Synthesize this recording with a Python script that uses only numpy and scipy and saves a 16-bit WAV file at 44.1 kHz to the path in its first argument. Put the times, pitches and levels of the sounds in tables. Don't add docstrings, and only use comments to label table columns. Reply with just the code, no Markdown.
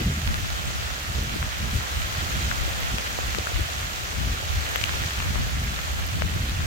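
import sys
import numpy as np
from scipy import signal
from scipy.fft import rfft, irfft, next_fast_len
from scipy.io import wavfile
from scipy.ndimage import uniform_filter1d

SR = 44100
rng = np.random.default_rng(int(sys.argv[2]) if len(sys.argv) > 2 else 0)


def linear_from_db(decibels):
    return 10 ** (np.asarray(decibels, float) / 20)


def wrap_up_sound(samples):
    columns = np.atleast_2d(samples).T
    tamed = np.clip(columns, -1, 1)
    steps = np.round(tamed * 32767).astype(np.int16)
    wavfile.write(sys.argv[1], SR, steps)


N = 293690
SIZE = next_fast_len(N, real=True)
HZ = np.fft.rfftfreq(SIZE, 1 / SR)
TIME = np.arange(N) / SR
SLOW = 64

# f/Hz, likeness/0-1, phase of right over left/rad
PORT_LIKENESS = [(400, 0.17, 3.6), (560, 0.33, 1.47), (900, 0.6, 3.2), (1440, 0.61, 3.1),
                 (1484, 0.71, 3.15), (2060, 0.22, 4.5), (2540, 0, 1.85), (3800, 0.3, 3.8),
                 (4300, 0.01, 5.1)]


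def evened(x):
    return x / np.sqrt(np.mean(x ** 2) + 1e-20)


def read(points, hz, column=1):
    rows = np.transpose(points)
    return np.interp(np.log(hz + 1), np.log(rows[0] + 1), rows[column])


def curve(rows, column):
    rows = np.transpose(rows)
    return np.interp(TIME, rows[0], rows[column])


def colour(x, gain):
    return irfft(rfft(x, SIZE) * gain, SIZE)[..., :N]


def swells(rows, column, linger=1.0):
    rise_over_fall = 1.49
    fall_db = 12
    away = np.arange(0, N, SLOW) / SR - rows[:, :1]
    span = linger * np.abs(rows[:, 2:3]) * np.where(away < 0, rise_over_fall, 1)
    return linear_from_db(rows[:, column, None] - fall_db * (np.abs(away) / span) ** 1.21) ** 2


def spread(slow):
    return np.interp(np.arange(N), np.arange(0, N, SLOW), slow)


def held(shape):
    x = colour(rng.standard_normal(N), linear_from_db(read(shape, HZ)))
    slow_power = uniform_filter1d(uniform_filter1d(x ** 2, size=2000), size=2000)
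    return evened(x / np.sqrt(slow_power))


def buffet(thump, flutter, thump_db=4.0, flutter_db=4.5):
    # f/Hz, level per Hz/dB
    thump_colour = [(15, -34), (49, 2), (70, 5), (110, -5.5), (160, -23), (300, -50.5)]
    # f/Hz, level per Hz/dB
    flutter_colour = [(80, -14), (130, -1.5), (200, -6), (304, -16), (500, -27.5), (900, -83)]
    lumps = uniform_filter1d(uniform_filter1d(rng.standard_normal(N), size=800), size=800)
    lumps = np.tanh(evened(lumps))
    late_lumps = np.roll(lumps, 900)
    deep = evened(held(thump_colour) * linear_from_db(thump_db * lumps))
    flapping = evened(held(flutter_colour) * linear_from_db(flutter_db * late_lumps))
    return thump * deep + flutter * flapping


def wind():
    # t/s, thump level/dB, length/s, flutter level/dB
    gust_rows = [(0.055, -29, .16, -27), (0.252, -28, 0.21, -36.5), (0.404, -31.5, 0.032, -35),
                 (0.546, -30, 0.046, -43), (0.672, -31.5, 0.1, -38.5), (0.85, -32, 0.063, -55),
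                 (1.185, -27.5, .1, -38.5), (1.34, -43, 0.1, -33), (1.437, -30.5, 0.17, -43),
                 (1.66, -29.5, 0.066, -34), (1.762, -20, 0.045, -27.5), (1.98, -29.5, 0.093, -46),
                 (2.22, -30.5, 0.13, -38.5), (2.438, -25.5, 0.088, -33), (2.615, -27.5, 0.11, -39.5),
                 (2.947, -26.5, 0.026, -34.5), (3.285, -25, 0.044, -37.5), (3.404, -29.5, 0.054, -39.5),
                 (3.6, -24, 0.062, -40), (3.808, -34, 0.11, -47), (4.277, -25, 0.098, -33.5),
                 (4.565, -26.5, 0.11, -50), (4.822, -35, 0.1, -41), (5.033, -37, 0.078, -42),
                 (5.307, -29.5, 0.36, -39), (5.615, -28.5, 0.27, -36), (5.907, -25.5, 0.045, -45),
                 (6.083, -29, 0.056, -45), (6.3, -26, 0.11, -33.5), (6.575, -26.5, 0.29, -36)]
    # t/s, level/dB, length/s, lean left over right/dB
    eddy_rows = [(0.307, -26, 0.055, -1), (0.48, -33, 0.1, 2), (0.705, -31.5, .2, -0.5),
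                 (1.112, -35, .15, -1), (1.472, -33, .05, -3), (1.67, -36, 0.092, -2),
                 (1.766, -25, 0.019, 9), (2.0, -29, 0.054, 1), (2.225, -37, 0.087, -2),
                 (2.377, -31, 0.029, -2), (2.64, -29, 0.11, 0.5), (2.84, -32, 0.23, 1),
                 (3.305, -33, .12, 2), (3.566, -25, 0.051, 2), (4.224, -29, 0.073, 7),
                 (4.556, -23, 0.058, 0.5), (4.88, -33, 0.16, 0.5), (5.397, -29.5, 0.31, 0.5),
                 (5.74, -34, 0.091, 2), (6.01, -30, .12, -0.5), (6.223, -26, 0.084, 2.5),
                 (6.368, -32, .04, 2), (6.54, -33, 0.036, 0), (6.65, -29, 0.037, -1.5)]
    lull_db, lull_flutter_db, lull_eddy_db = -39.5, -48, -43
    gusts, eddies = np.array(gust_rows), np.array(eddy_rows)
    thump_power = swells(gusts, column=1).sum(0)
    thump = np.sqrt(spread(thump_power) + linear_from_db(lull_db) ** 2)
    flutter_power = swells(gusts, column=3, linger=0.94).sum(0)
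    flutter = np.sqrt(spread(flutter_power) + linear_from_db(lull_flutter_db) ** 2)
    each = swells(eddies, column=1)
    eddy_power = each.sum(0) + linear_from_db(lull_eddy_db) ** 2
    lean = np.tanh(spread(eddies[:, 3] @ each / eddy_power) / 6.2)
    common = buffet(thump, flutter)
    unrelated = buffet(thump, linear_from_db(3.5) * flutter)
    ratio = np.sqrt(spread(eddy_power)) / thump
    apart = ratio * (np.sqrt(1 - lean ** 2) * unrelated + lean * common)
    return np.array([common + apart, common - apart])


def guard(x, edge_hz=950):
    # t/s, length/s, level of the left-right difference/dB
    closings = [
        (0.0, 0.27, -12),
        (0.95, 0.097, -14),
        (1.71, .03, 4),
        (1.796, .04, 2),
        (2.2, 0.034, -3),
        (5.07, 0.091, -17),
        (5.6, 0.12, -7),
        (6.267, .04, -6),
        (6.41, 0.1, -4),
    ]
    glide_s = 0.037
    mid, side = (x[0] + x[1]) / 2, (x[0] - x[1]) / 2
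    lows = colour(side, 1 / (1 + (HZ / edge_hz) ** 8))
    shut_db = sum(db * ((TIME >= s) & (TIME < s + length)) for s, length, db in closings)
    shut_db = uniform_filter1d(shut_db, int(glide_s * SR))
    side = side + lows * (linear_from_db(np.minimum(shut_db, 0)) - 1)
    return np.array([mid + side, mid - side])


def far_wash(patchy_db=1.0, flicker_db=0.3):
    frames = N // 64 + 9
    a, b, patches = rng.standard_normal((3, frames, 129, 3)).T
    patches = uniform_filter1d(uniform_filter1d(patches, size=8, axis=0), size=50, axis=1)
    flicker = uniform_filter1d(rng.standard_normal((3, 1, frames)), size=6, axis=2)
    patchy = (a + 1j * b) * linear_from_db(patchy_db * evened(patches))
    z = patchy.transpose(2, 0, 1) * linear_from_db(flicker_db * evened(flicker))
    return evened(signal.istft(z, nperseg=256, noverlap=192)[1][:, :N])


def splat(hz, ms, phase, size=100):
    t = np.arange(-size, 2 * size) / SR
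    bell = np.exp(-.5 * (t / (ms * 0.0011 * np.where(t < 0, .4, .6))) ** 2)
    blow = bell * np.cos(2 * np.pi * hz * t + phase)
    return blow - bell * blow.sum() / bell.sum()


def patter(per_s=1500, spread_db=6.0, fine_spread_db=2.5):
    rare = np.minimum(rng.exponential(1, (3, N)), 4.5)
    lands = rng.random((3, N)) < per_s / SR
    sign = rng.choice([-1, 1], (3, N)) * lands
    kind = rng.integers(0, 12, (3, N))
    out = np.zeros((3, N))
    spreads_db = np.linspace(spread_db, fine_spread_db, num=12)
    for k, hz in enumerate(np.geomspace(400, 15000, num=12)):
        grain = splat(hz, min(900 / hz, .8) + 0.068, rng.uniform(0, 2 * np.pi))
        train = np.zeros((3, N))
        at = (kind == k) & (sign != 0)
        train[at] = sign[at] * linear_from_db(spreads_db[k] * rare[at])
        power = np.sqrt(hz) / np.linalg.norm(grain)
        out += signal.oaconvolve(evened(train), power * grain[None], axes=1)[:, :N]
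    return evened(out)


def rain():
    # t/s, level/dB
    strength = [(0.0, -37.5), (0.31, -36.5), (1.5, -37), (2.34, -34.5), (4.4, -36.5), (4.84, -34),
                (5.14, -35), (5.51, -37), (5.92, -36.5), (6.19, -38), (6.66, -37.5)]
    # f/Hz, level per Hz/dB
    left_colour = [(340, -4), (430, -8), (740, -1.5), (940, -4.5), (1420, 1.5), (2060, -2), (4770, -7),
                   (6700, -9), (8520, -11.5), (9230, -19.5), (9600, -21.5), (14760, -16.5), (15900, -17.5)]
    # f/Hz, level per Hz/dB
    right_colour = [(340, -4), (690, -0.5), (990, -2.5), (1380, 2), (2100, -1), (3360, -1), (5220, -9),
                    (6840, -6), (7120, -8), (8020, -19), (10100, -18.5), (12840, -15.5), (15900, -20)]
    left, right, shared = rfft(far_wash() + linear_from_db(-7.5) * patter(), SIZE)
    same = np.clip(read(PORT_LIKENESS + [(6000, 0.024, 0)], HZ), 0, .99)
    turn = np.exp(1j * read(PORT_LIKENESS, HZ, column=2))
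    own, both = np.sqrt(1 - same), np.sqrt(same)
    low_cut = (HZ / 260) ** 2 / np.sqrt(1 + (HZ / 260) ** 4)
    at_left = (own * left + both * shared) * linear_from_db(read(left_colour, HZ))
    at_right = (own * right + both * shared * turn) * linear_from_db(read(right_colour, HZ))
    ports = irfft(np.array([at_left, at_right]) * low_cut, SIZE)[:, :N]
    return evened(ports) * linear_from_db(curve(strength, column=1) + 5.0)


def strays(count, top_db, range_db, low_hz, high_hz, ms):
    when, size, pitch, long, side = rng.random((count, 5)).T
    return np.transpose([0.018 + when * (N / SR - .04), top_db - range_db * size,
                         low_hz * (high_hz / low_hz) ** pitch, ms * (.7 + 0.55 * long), 20 * side - 10])


def strikes(rows, crack_db, spatter_db, far_db, far_sign, size=100):
    out = np.zeros((2, N + 3 * size))
    for (s, db, hz, ms, pan_db), chance in zip(rows, rng.random((len(rows), 8))):
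        blow = splat(hz, ms, 2 * np.pi * chance[0], size=size)
        blow += linear_from_db(crack_db) * splat(2.26 * hz, .5 * ms, 2 * np.pi * chance[1], size=size)
        for lag, pitch in chance[2:].reshape(3, 2):
            late = splat(hz * (.7 + .8 * pitch), 0.5 * ms, 20 * pitch, size=size)
            blow += linear_from_db(spatter_db - 3.0 * lag) * np.roll(late, int(size * lag))
        at = round(s * SR) - size
        near = int(pan_db < 0)
        out[near, at:at + len(blow)] += linear_from_db(db) * blow
        out[1 - near, at:at + len(blow)] += far_sign * linear_from_db(db - abs(pan_db) + far_db) * blow
    return out[:, :N]


def widen(x, leak_db=-11):
    likeness = read(PORT_LIKENESS + [(6000, .03, 0)], HZ)
    feed = linear_from_db(leak_db) * likeness * np.exp(1j * read(PORT_LIKENESS, HZ, column=2))
    return x + np.array([colour(x[1], feed.conj()), colour(x[0], feed)])


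def housing_drops():
    # t/s, peak level/dB, f/Hz, length/ms, left over right/dB
    tap_rows = [(0.2179, -10, 2310, 0.21, -15), (0.2759, -6, 2140, 0.16, -0.5), (0.343, -3, 1970, 0.15, 2),
                (1.428, -14, 1480, 1.04, 13), (2.5141, -11.5, 1560, 1.0, 9), (2.9843, -4, 2760, 0.16, 13),
                (3.0764, -19, 2930, 0.51, 1), (3.1881, -14, 900, 0.41, -8), (3.3483, -6, 1760, 0.32, 9),
                (3.3862, -7, 3100, 0.17, 11), (3.4712, -13.5, 1400, 1.1, 13), (4.7591, -3.5, 1850, 0.36, 4),
                (4.8145, -7, 2240, 0.21, -15), (4.8398, -4.5, 2620, 0.57, 17),
                (4.8937, -12, 1750, 0.65, -11), (5.0372, -9, 1820, 0.23, -4), (5.1079, -18, 1690, 0.87, 9),
                (5.2032, -6, 1810, 0.2, 13), (5.3568, -5, 870, 0.28, 9), (5.7428, -8, 2220, 0.14, 12),
                (6.2215, -1.5, 1540, 0.27, 12), (6.3386, -11, 1550, 0.21, 9), (6.4956, -8.5, 2700, 0.15, 7),
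                (6.6042, -16, 1590, 0.44, 10)]
    # t/s, peak level/dB, f/Hz, left over right/dB
    tick_rows = [(0.6567, -29, 13230, -11), (1.0329, -26, 14440, 5), (1.2372, -22, 13470, -6),
                 (1.5836, -21, 14470, -15), (2.772, -29, 11460, -6), (2.8033, -19, 14800, 9),
                 (2.9844, -27, 13190, 11), (3.1885, -26, 13140, -13), (3.7915, -26, 10950, 10),
                 (3.8141, -28, 14060, -18), (4.7592, -12, 13600, 15), (4.84, -23, 11280, 10),
                 (5.6463, -27, 13450, -8), (6.0678, -20, 12510, -7), (6.4957, -28, 11340, 10)]
    # t/s, peak level/dB, f/Hz,
    # length/ms, left over right/dB
    thud_rows = [(0.012, -20.5, 344, 6.8, 13), (0.9823, -22, 530, 1.1, -14), (1.1848, -22, 400, 2.7, -3),
                 (1.3623, -22, 350, 6.8, 0), (2.6318, -30, 390, 1.5, -11), (2.679, -22, 340, 1.9, 5),
                 (2.703, -28, 750, 3.2, -5), (2.985, -22, 560, 1.8, 0), (3.1888, -13, 546, 1.3, -5),
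                 (3.386, -14.5, 425, 2, 4), (3.5196, -21.5, 480, 1.4, -13), (3.5922, -27.5, 330, 13, 9),
                 (3.69, -28.5, 670, 8, 13), (4.2314, -25, 300, 1.7, 0), (4.4273, -23, 540, 1.4, -13),
                 (4.7598, -16, 543, 2, 1), (5.3574, -22, 750, 2.5, 0), (6.2213, -21.5, 635, 4.3, -0.5),
                 (6.3608, -23, 322, 3.6, -1)]
    tick_ms = 0.33
    taps = [*tap_rows, *strays(count=30, top_db=-14, range_db=8, low_hz=900, high_hz=3500, ms=0.32)]
    ticks = [(s, db, hz, tick_ms, pan) for s, db, hz, pan in tick_rows]
    ticks += [*strays(count=26, top_db=-28, range_db=1, low_hz=11500, high_hz=15000, ms=.28)]
    thuds = [*thud_rows, *strays(count=16, top_db=-21, range_db=10, low_hz=284, high_hz=720, ms=0.96)]
    drops = widen(strikes(taps, crack_db=-9.5, spatter_db=-6, far_db=-13, far_sign=-0.62))
    drops += linear_from_db(-3) * strikes(ticks, crack_db=-60, spatter_db=-8, far_db=-6, far_sign=1, size=50)
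    drops += strikes(thuds, crack_db=-30, spatter_db=-9, far_db=-2.8, far_sign=-0.68, size=500)
    return drops


def scene():
    return guard(rain() + wind()) + housing_drops()


def low_pass(x):
    return signal.sosfilt(signal.butter(12, 15950, fs=SR, output="sos"), x)


def record(dry):
    edge_hz = 15950
    mix = colour(dry, HZ < edge_hz)
    return low_pass(mix)


dry = scene()
out = record(dry)
wrap_up_sound(out)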